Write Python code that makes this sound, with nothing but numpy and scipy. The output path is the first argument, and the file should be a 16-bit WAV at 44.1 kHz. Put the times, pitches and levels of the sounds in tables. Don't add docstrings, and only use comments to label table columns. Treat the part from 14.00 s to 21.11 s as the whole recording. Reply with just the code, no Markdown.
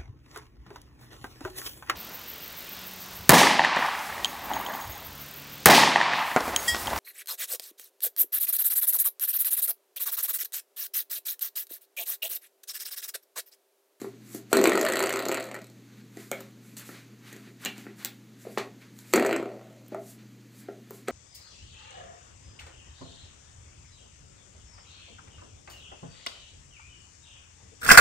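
import sys
import numpy as np
from scipy import signal
from scipy.io import wavfile
from scipy.ndimage import uniform_filter1d

SR = 44100
rng = np.random.default_rng(int(sys.argv[2]) if len(sys.argv) > 2 else 0)


def persist_wave(psi):
    counts = np.round(np.clip(psi, -1, 1) * 32767).astype(np.int16)
    wavfile.write(sys.argv[1], SR, np.atleast_2d(counts).T)


def convert_level_to_amplitude(level_db):
    exponent = np.asarray(level_db, float) / 20
    return 10 ** exponent


N = 313551

# f/Hz, level/dB, width/Hz
HUM_LINES = [(120.3, -55.3, 0.5), (211.2, -57, 11), (241, -70, 2.4), (270, -66, 7.4)]
# f/Hz, density/dB per Hz
AIR_SPECTRUM = [(40, -37), (130, -14.5), (233, 4.5), (600, -20), (1460, -26), (6620, -22.5), (9600, -46),
                (15000, -33)]
AIR_DB = -56.5
# f/Hz, density/dB per Hz
SNIFF_SPECTRUM = [(2000, -27), (5000, 1), (6500, 0.5), (7600, 2.5), (9500, -4), (11700, 0.5), (14000, -5.5),
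                  (15500, 0.5)]
# f/Hz, density/dB per Hz
SCUFF_SPECTRUM = [(300, -4.5), (800, -12.5), (1400, -3.5), (2200, -2.5), (3200, -10), (4300, -7),
                  (5600, -10.5), (13000, -36)]
# start/s, length/s, top level/dB, rising share of length
SNIFFS = [(-0.06, 0.2, -50, 0.4), (0.2, 0.25, -41.5, 0.65), (0.49, 0.041, -42.5, 0.71),
          (1.92, 0.09, -63, 1), (2.11, 0.29, -50.5, 0.34), (2.28, 0.26, -53, .15), (2.6, 0.23, -57, 0.29),
          (2.76, 0.14, -40.5, 0.14), (2.8, 0.28, -47.5, 0.25), (3.22, 0.33, -55, 0.18),
          (3.59, 0.23, -50.5, 0.13), (3.72, 0.18, -52.5, 0.42), (3.95, 0.25, -52, 0.18),
          (4.37, 0.18, -53.5, 0.28), (4.42, 0.29, -54.5, 0.36), (4.8, 0.085, -62, .15),
          (4.93, 0.15, -52, .5), (4.98, 0.19, -51, 0.7), (5.62, .2, -71, .5), (5.98, 0.21, -47, 0.58),
          (6.51, .16, -51.5, 0.58), (6.87, .19, -51.5, 0.44), (7.05, .12, -59, .5)]
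# start/s, length/s, top level/dB, rising share of length
SCUFFS = [(-0.05, 0.19, -55, 0.3), (0.2, 0.23, -54.5, 0.75), (0.49, 0.038, -48, 0.96), (1.75, 0.27, -60, 1),
          (2.12, 0.22, -52.5, 0.38), (2.3, 0.23, -52, 0.35), (2.55, 0.19, -62, 0.96),
          (2.76, 0.42, -51, 0.088), (2.8, 0.3, -49, 0.52), (3.2, 0.31, -50, 0.26), (3.36, 0.17, -54.5, 0.7),
          (3.58, 0.21, -38, 0.36), (3.72, 0.28, -51.5, 0.18), (3.96, 0.2, -47, 0.27),
          (4.37, 0.47, -57.5, 0.22), (4.572, .13, -31, 0.03), (4.8, 0.13, -54.5, .15),
          (4.93, 0.28, -53, 0.9), (5.9, 0.1, -56, 0.27), (6.02, .16, -61, .45), (6.18, 0.093, -57, 0.12),
          (6.51, 0.27, -60, 0.4), (6.8, 0.31, -61, 0.49), (7.07, 0.055, -39, 0.17)]
SNIFF_REST_DB, SCUFF_REST_DB = -68, -66.5

# t/s, tick level/dB, scratch/ms, sharpness/dB per octave
CLAW_HITS = [(0.016, -43, 0.52, -11), (0.348, -35, 1.4, 11), (2.171, -49, 2.2, -8), (2.219, -57, .7, 0),
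             (2.315, -26, 0.5, -1), (2.404, -45.5, 6.4, 11), (2.767, -41.5, 6.6, -3), (2.794, -36, 6.7, 9),
             (3.327, -47, 5, -3), (3.3632, -49, 5, -3), (3.634, -56, 3, 9), (3.6499, -22.5, 0.43, 2),
             (3.6578, -28.5, 2.3, -5), (3.7807, -43.5, 0.56, 11), (4.027, -52, 1.5, 10),
             (4.0482, -22, 0.44, 11.5), (4.054, -34.5, 6.2, 4), (4.576, -51, .7, -5),
             (4.5835, -33, 0.69, 2), (4.5965, -47, 2.7, -21), (4.989, -42, 0.74, 6), (5.128, -39, 6.2, -6),
             (5.882, -47.5, 0.73, 18), (5.9455, -49.5, 1.1, -3), (6.908, -38, 0.5, 17),
             (7.0819, -33.5, 3.8, -6)]
# t/s, knock level/dB, thump level/dB, knock f/Hz, thump f/Hz
PAD_HITS = [(0.017, -34, -27, 1170, 352), (0.045, -34.5, -27.5, 1090, 390.0), (0.347, -43, -27, 1400, 300),
            (0.517, -39, -31, 900, 623), (2.171, -43, -32, 1970, 344), (2.316, -23, -22, 1330, 544),
            (2.329, -29, -64, 2200, 530), (2.406, -41, -40, 1320, 250.0), (2.891, -33, -38, 1290, 320.0),
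            (3.3274, -41, -43, 1920, 318), (3.3631, -51, -38.5, 1800.0, 300),
            (3.474, -49, -40.5, 1860, 327), (3.6594, -22.5, -29, 2880, 218), (3.7807, -42, -38, 2450, 267),
            (3.8668, -33, -35, 1400, 330.0), (4.052, -33.5, -39.5, 1510, 236),
            (4.4524, -48, -36.5, 850.0, 623), (4.469, -46, -28.5, 850.0, 437),
            (4.575, -13.5, -22, 1080, 402), (3.857, -50, -42, 1500, 330), (5.921, -53, -29, 1850, 340.0),
            (5.9258, -43, -32, 1170, 605), (5.9464, -30.5, -26, 1230, 650), (5.984, -55, -35.5, 1400, 390),
            (6.6863, -40, -29, 1400, 385), (6.689, -46, -34, 750, 604), (6.908, -38, -34.5, 1090, 416),
            (7.0837, -19, -20.5, 1350, 427), (7.092, -34.5, -24.5, 1270.0, 683)]
# t/s, level/dB, f/Hz, width/Hz
COIL_RINGS = [
    (3.659, -37, 2400, 35),
    (3.7, -40, 2300, 55),
    (2.316, -33.5, 2200, 45),
]
# f/Hz, width/Hz, level/dB
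CLAW_MODES = [(4580, 600, -10), (7500, 1670, 6.5), (11500, 1300, -3), (14100, 1200, -1.5)]
# f/Hz, width/Hz, level/dB
TILE_MODES = [(850, 290, -10.5), (1400, 1700, -9), (1830, 400, -8), (2550, 430, -18.5)]
# f/Hz, width/Hz, level/dB
FLOOR_MODES = [(245, 54, -11.5), (382.5, 31, -3), (390, 16.2, 0), (570, 350, -8.5), (682, 63, -5.5),
               (1400, 22, -17)]

# t/s, rattle level/dB, board drone level/dB, panel drone level/dB
SWINGS = [
    [(0.527, -39.5, -13, -36.5), (0.901, -48.5, -26, -33.5), (1.36, -61, -37.5, -45.5),
     (1.48, -53.5, -51, -48.5), (1.55, -71, -41, -47), (1.75, -97, -65, -77)],
    [(5.134, -52, -9.5, -30.5), (5.26, -46, -19, -30.5), (5.85, -104, -63.5, -60.5)],
]
# t/s, zing level/dB, knock level/dB, thud level/dB, closing/ms
WILD_BLOWS = [(0.529, -13, -9.5, -9, 3.2), (0.5491, -31, -24, -18, 7.9), (0.569, -14, -16, -11, 2.6),
              (0.589, -29, -21, -11, 1.9), (0.6134, -26, -23, -16, 1.7), (0.6298, -37, -37, -34, 13),
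              (0.6403, -9, -16, -11, 0.91), (0.6554, -24, -6, -19, 2.6), (0.673, -18.5, -40, -12, 2.8),
              (0.6946, -19, -19, -19, 1), (0.7188, -32, -14.5, -14.5, 4.9), (0.7324, -31, -42, -44, 4.8),
              (0.753, -21.5, -17.5, -19, 4.9), (0.775, -25, -15, -15.5, 4.9), (0.792, -29, -45, -24, 12),
              (5.1363, -11.5, -7.5, -12.5, 2), (5.158, -20.5, -20, -10.5, 6.6),
              (5.1965, -29, -19, -18.5, 2.4), (5.2244, -38, -18.5, -18, 2.7),
              (5.2484, -35, -17.5, -15.5, 1.2), (5.262, -27, -22.5, -23, 6.3), (5.2924, -43, -22, -17, 8.7),
              (5.3105, -44, -22, -16, 4.1)]
# t/s, zing level/dB, knock level/dB, thud level/dB
CLAPS = [(0.8115, -16, -29, -22), (0.8492, -22.5, -27, -22), (0.8854, -23, -25.5, -23),
         (0.921, -21, -26, -30), (0.9558, -21, -28, -29), (0.9909, -19.5, -25, -24),
         (1.0251, -20, -25, -30), (1.0583, -21.5, -35, -36), (1.0923, -22.5, -26, -25),
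         (1.1253, -24.5, -31, -27), (1.1583, -23.5, -30, -28), (1.1905, -26, -30, -28),
         (1.2226, -29.5, -33, -39), (1.2531, -23, -36, -29), (1.284, -19, -35.5, -33),
         (1.3149, -26, -26.5, -23), (1.3433, -24.5, -29.5, -40), (1.3714, -29.5, -31, -33),
         (1.3987, -36, -41, -37), (1.4251, -32.5, -41, -36), (1.4877, -47, -46, -35),
         (1.513, -36, -37, -30), (1.5426, -34, -36.5, -37), (1.563, -44, -40.5, -35),
         (1.5888, -45, -46, -43), (1.616, -43, -51, -50), (1.6417, -42.5, -56, -55),
         (1.6674, -47, -64, -59), (1.6985, -47, -65, -56), (5.3274, -28.5, -24.5, -23),
         (5.3616, -25.5, -32, -16.5), (5.398, -45, -40, -25), (5.4261, -47, -41, -23),
         (5.4567, -59, -42.5, -24), (5.4895, -63, -52, -40), (5.5163, -64, -51, -34),
         (5.5416, -65, -59, -49), (5.5635, -66, -58, -44), (5.5934, -63, -55, -45), (5.6118, -61, -54, -54),
         (5.6418, -58, -57, -53.5), (5.6704, -59, -61, -51), (5.6994, -56, -59, -57),
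         (5.7266, -55, -63, -57), (5.7626, -59, -71, -54), (5.8146, -63, -73, -53), (5.8624, -52, -71, -58)]
# t/s, zing level/dB, knock level/dB, thud level/dB
REBOUNDS = [(0.8282, -20, -29.5, -25.5), (0.8637, -22, -25, -33), (0.8987, -19, -29, -28),
            (0.9346, -15.5, -29.5, -28.5), (0.9688, -17, -28, -28.5), (1.0033, -18, -24, -25),
            (1.0373, -17.5, -25, -23), (1.0698, -20, -30, -30), (1.1041, -23, -29.5, -32),
            (1.1373, -20, -28.5, -25), (1.17, -23, -29, -33), (1.2013, -29, -33.5, -29.5),
            (1.2327, -36, -39, -28), (1.2626, -32, -39, -22.5), (1.292, -26, -32, -21),
            (1.3221, -22, -31, -26), (1.35, -25, -30, -30), (1.3775, -35, -33, -30),
            (1.4052, -27, -39, -34), (1.4396, -28, -54, -37), (1.4532, -35, -52, -43),
            (1.4664, -41, -54, -41), (1.5506, -36, -44, -36), (5.1758, -38, -26, -20)]
# t/s, zing/dB, knock/dB, thud/dB
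CLAP_OFFSET = (.0004, -2.5, 7.5, -1.5)
# t/s, zing/dB, knock/dB, thud/dB
REBOUND_OFFSET = (.0007, -6.0, 8.0, 3.5)
CLAP_MS, REBOUND_MS = 3.5, 1.8
# f/Hz, width/Hz, level/dB
COIL_MODES = [(4270, 590, -4), (6940, 2050, 2.5), (7950, 1010, 3.5), (11660, 920, -8.5), (14560, 530, -10)]
# f/Hz, width/Hz, level/dB
BASE_MODES = [(900, 500, -5), (1400, 316, 2), (1876, 210, 0.5), (2365, 730, -1), (3600, 380, -12.5),
              (4390, 670, -8.5)]
# f/Hz, width/Hz, level/dB
BOARD_MODES = [(205.5, 11, -13), (241, 11, -6.5), (271.8, 11, -10.5), (330.5, 14, -2), (389.2, 8.8, -2),
               (437, 20, -4), (467, 96, -5)]
# f/Hz, width/Hz, level/dB
PANEL_MODES = [(526, 42, -6.5), (594, 11.6, -6.5), (644, 16, -7), (735, 34, -6), (760, 94, -9)]
# f/Hz, width/Hz, level/dB
PUSH_MODES = [(414, 108, 0)]
# f/Hz, width/Hz, level/dB
SLAP_MODES = [(595, 93, 0)]
GRIND_REST, GRIND_FADE_MS = 0.3, 7
TIGHTEN_DB = 4.5

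# f/Hz, t60/s, level/dB
ROOM_DECAY = [(198, 0.24, -0.5), (530, 0.4, -5), (1400, 0.23, 0), (3620, 0.27, 2), (7200, 0.16, -10.5),
              (12000, 0.17, -6.5)]
PORT_DIP_HZ, PORT_DIP_WIDTH_HZ, PORT_DIP_SHARE = 5270, 1640, 0.5


def evened(x):
    return x / np.sqrt(np.mean(x ** 2) + 1e-20)


def read(points, hz, column=1):
    columns = np.transpose(points)
    return np.interp(np.log(hz + 1), np.log(columns[0] + 1), columns[column])


def noise(spectrum, patchy_db):
    hz = np.fft.rfftfreq(512, 1 / SR)
    real, imag, patches = rng.standard_normal((N // 128 + 5, 257, 3)).T
    patches = evened(uniform_filter1d(uniform_filter1d(patches, 7, 0), 16, 1))
    level_db = read(spectrum, hz)[:, None] + patchy_db * patches
    z = (real + 1j * imag) * convert_level_to_amplitude(level_db)
    return evened(signal.istft(z, nperseg=512, noverlap=384)[1][:N])


def background():
    out = convert_level_to_amplitude(AIR_DB) * noise(AIR_SPECTRUM, patchy_db=1.1)
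    t = np.arange(N) / SR
    for hz, db, width_hz in HUM_LINES:
        r = np.exp(-np.pi * width_hz / SR)
        waver = signal.lfilter([1], [1, -r], rng.standard_normal((N, 2)) @ [1, 1j])
        waver = waver / np.sqrt(np.mean(abs(waver) ** 2))
        steady = 4.5 / width_hz ** 2
        line = (steady + waver) * np.exp(2j * np.pi * hz * t)
        out += convert_level_to_amplitude(db) * evened(line.real)
    return out


def strokes(rows, rest_db):
    t, db = np.arange(N) / SR, np.full(N, float(rest_db))
    for start_s, length_s, top_db, rise in rows:
        knots_s = start_s + length_s * np.array([0, np.clip(rise, 0.02, 0.98), 1])
        db = np.maximum(db, np.interp(t, knots_s, [rest_db, top_db, rest_db]))
    return uniform_filter1d(convert_level_to_amplitude(db), 200)


def fidget():
    hiss = noise(SNIFF_SPECTRUM, patchy_db=0.7)
    drag = noise(SCUFF_SPECTRUM, patchy_db=0.9)
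    return strokes(SNIFFS, SNIFF_REST_DB) * hiss + strokes(SCUFFS, SCUFF_REST_DB) * drag


def body(modes, size=3500, sign=-1):
    t = np.arange(size) / SR
    ring = 0
    for k, (hz, width_hz, db) in enumerate(modes):
        decay = np.sqrt(width_hz) * np.exp(-np.pi * width_hz * t)
        ring = ring + sign ** k * convert_level_to_amplitude(db) * decay * np.sin(2 * np.pi * hz * t)
    return ring / np.linalg.norm(ring, axis=-1, keepdims=True)


def varied(modes, count):
    luck = rng.standard_normal((count, len(modes), 2, 1))
    return [(hz * (1 + 0.02 * luck[:, k, 0]), width_hz, db + 2.0 * luck[:, k, 1])
            for k, (hz, width_hz, db) in enumerate(modes)]


def strike(s, db, burst_ms, ring, grit_db, solid, soft_ms):
    t, out = np.arange(700) / SR, np.zeros(N + 6000)
    shape = (len(s), 700)
    grit = rng.standard_normal(shape) * convert_level_to_amplitude(grit_db * rng.standard_normal(shape))
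    burst_s = np.reshape(burst_ms, (-1, 1)) / 1000
    burst = grit * (1 - np.exp(-t / 0.0018)) * np.exp(-2 * t / burst_s)
    burst[:, 8] += solid * np.linalg.norm(burst, axis=1)
    r = np.exp(-1000 / soft_ms / SR)
    burst = signal.lfilter([1], np.poly([r, r]), burst)
    sounds = signal.fftconvolve(burst, np.atleast_2d(ring), axes=1)
    for at_s, level_db, sound in zip(s, db, sounds):
        out[round(at_s * SR):][:len(sound)] += convert_level_to_amplitude(level_db) * sound / abs(sound).max()
    return out[:N]


def paws():
    s, knock_db, thump_db, knock_hz, thump_hz = np.transpose(PAD_HITS)
    claw_s, tick_db, scratch_ms, sharp_db = np.transpose(CLAW_HITS)
    point = [(hz, width_hz, db + sharp_db[:, None] * np.log2(hz / 8000))
             for hz, width_hz, db in varied(CLAW_MODES, len(claw_s))]
    spot = body(TILE_MODES + [(knock_hz[:, None], 4.2e5 / knock_hz[:, None], 0)], size=1200)
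    ground = body(FLOOR_MODES + [(thump_hz[:, None], 70, 4)])
    tick = strike(claw_s, tick_db + 12.5, scratch_ms, body(point, size=300, sign=1),
                  grit_db=5.5, solid=0.039, soft_ms=0.0039)
    knock = strike(s, knock_db + 1.5, 1.6, spot, grit_db=1.0, solid=2.0, soft_ms=0.04)
    ring_s, ring_db, ring_hz, width_hz = np.transpose(COIL_RINGS)
    single_coil = body([(ring_hz[:, None], width_hz[:, None], 0)])
    ring = strike(ring_s, ring_db, 0.3, single_coil, grit_db=1.0, solid=4.0, soft_ms=0.01)
    thump = strike(s - 0.001, thump_db + 1.0, 0.63, ground, grit_db=2.0, solid=3.7, soft_ms=0.15)
    return tick, knock + ring, thump


def levels(tables):
    t, out = np.arange(N) / SR, 0
    for rows in tables:
        last_s, *last_db = rows[-1]
        s, *columns = np.transpose([*rows, (last_s + 0.018, *last_db)])
        out = out + np.array([convert_level_to_amplitude(np.interp(t, s, c, left=-200, right=-200)) for c in columns])
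    return uniform_filter1d(out, 200, 1)


def claps():
    clap = np.column_stack([np.add(CLAPS, CLAP_OFFSET), np.full(len(CLAPS), CLAP_MS)])
    rebound = np.column_stack([np.add(REBOUNDS, REBOUND_OFFSET), np.full(len(REBOUNDS), REBOUND_MS)])
    return np.vstack([WILD_BLOWS, clap, rebound]).T


def spring():
    s, zing_db, knock_db, thud_db, closing_ms = claps()
    rattle, drone, higher = levels(SWINGS)
    at = (s * SR).astype(int)

    coils = body(varied(COIL_MODES, len(s)), size=400)
    zing = strike(s, zing_db + 4.0, closing_ms, coils, grit_db=5.5, solid=0.4, soft_ms=0.004)

    first_s, second_s = SWINGS[0][0][0], SWINGS[1][0][0]
    age_s = (s - np.where(s > second_s, second_s + 0.35, first_s))[:, None]
    tight = [(hz, width_hz, db + TIGHTEN_DB * age_s * np.log2(hz / 1500))
             for hz, width_hz, db in varied(BASE_MODES, len(s))]
    knock = strike(s, knock_db + 0.5, 1.4, body(tight, size=1200), grit_db=-3.0, solid=1.7, soft_ms=0.021)

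    lift = (higher[at] / drone[at])[:, None]
    panel_blow = convert_level_to_amplitude(5.5) * body(PANEL_MODES) + convert_level_to_amplitude(-1.0) * body(SLAP_MODES)
    wood = body(PUSH_MODES) + convert_level_to_amplitude(-11.0) * body(BOARD_MODES) + lift * panel_blow
    thud = strike(s, thud_db + 1.5, 0.6, wood, grit_db=1.5, solid=4.0, soft_ms=0.08)

    grind = evened(rng.standard_normal((4, N)) * convert_level_to_amplitude(4.5 * rng.standard_normal((4, N))))
    fade = np.exp(-1000 / GRIND_FADE_MS / SR)
    shocks = signal.lfilter([1], [1, -fade], np.bincount(at, minlength=N))
    grind = grind * (GRIND_REST + 1.04 * np.minimum(shocks, 1))
    bodies = (COIL_MODES, BASE_MODES, BOARD_MODES, PANEL_MODES)
    coil, base, board, panel = (signal.oaconvolve(g, body(b))[:N] for g, b in zip(grind, bodies))
    rub = rattle * (convert_level_to_amplitude(-0.5) * coil + convert_level_to_amplitude(4) * base)
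    rub = rub + drone * convert_level_to_amplitude(-8.0) * board + higher * convert_level_to_amplitude(-1.0) * panel
    return zing + knock + thud + rub


def room(x):
    taps = np.zeros((3, SR // 2))
    at = np.arange(90, SR // 2 - 20, 20) + rng.integers(0, 20, (3, (SR // 2 - 91) // 20))
    np.put_along_axis(taps, at, rng.choice([-1., 1.], at.shape), 1)
    hz, t, z = signal.stft(taps, SR, nperseg=128)
    t60_s = read(ROOM_DECAY, hz)[:, None]
    wet_db = read(ROOM_DECAY, hz, column=2)[:, None]
    z = z * convert_level_to_amplitude(wet_db - 60 * t / t60_s) / np.sqrt(t60_s)
    tails = signal.istft(z, SR, nperseg=128)[1]
    cycles = 7.3 * np.arange(N) / SR + np.arange(3)[:, None] / 3
    turns = np.sqrt(2 / 3) * np.cos(2 * np.pi * cycles)
    return signal.fftconvolve(x * turns, tails / np.linalg.norm(tails[0]), axes=1)[:, :N].sum(0)


def scene():
    bass_cut = signal.butter(4, 200, "high", fs=SR, output="sos")
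    coil, ticks, feet, thumps = signal.sosfilt(bass_cut, [spring(), *paws()])
    sent = convert_level_to_amplitude(-5.5) * ticks + convert_level_to_amplitude(-5) * coil + convert_level_to_amplitude(-4.5) * feet + convert_level_to_amplitude(-4) * thumps
    mono = coil + ticks + feet + thumps + room(sent) + fidget() + background()
    return np.array([mono, mono])


def top_gate(x):
    hz, _, z = signal.stft(x, SR, nperseg=256)
    hz = hz[:, None]
    fade = convert_level_to_amplitude(-10 - (hz - 15100) / 90)
    strong = abs(z[:, 84:88]).mean((0, 1)) > convert_level_to_amplitude(-63)
    keep = np.where(hz < 15100, 1, fade * strong * (hz < 16450))
    return signal.istft(z * keep, SR, nperseg=256)[1][:, :N]


def roll_off(x):
    return signal.sosfilt(signal.butter(12, 16480, fs=SR, output="sos"), x)


def record(dry):
    cut = signal.sosfilt(signal.butter(6, 105, "high", fs=SR, output="sos"), dry)
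    port = signal.iirpeak(PORT_DIP_HZ, PORT_DIP_HZ / PORT_DIP_WIDTH_HZ, SR)
    cut = cut - PORT_DIP_SHARE * signal.lfilter(*port, cut)
    loud = top_gate(0.91 * np.tanh((cut + 0.08 * cut ** 2) / 0.9))
    low_middle = signal.butter(2, [220, 560], "band", fs=SR, output="sos")
    lean = signal.sosfiltfilt(low_middle, loud) * [[1], [-1]]
    return roll_off(loud + convert_level_to_amplitude(-25) * lean)


dry = scene()
out = record(dry)
persist_wave(out)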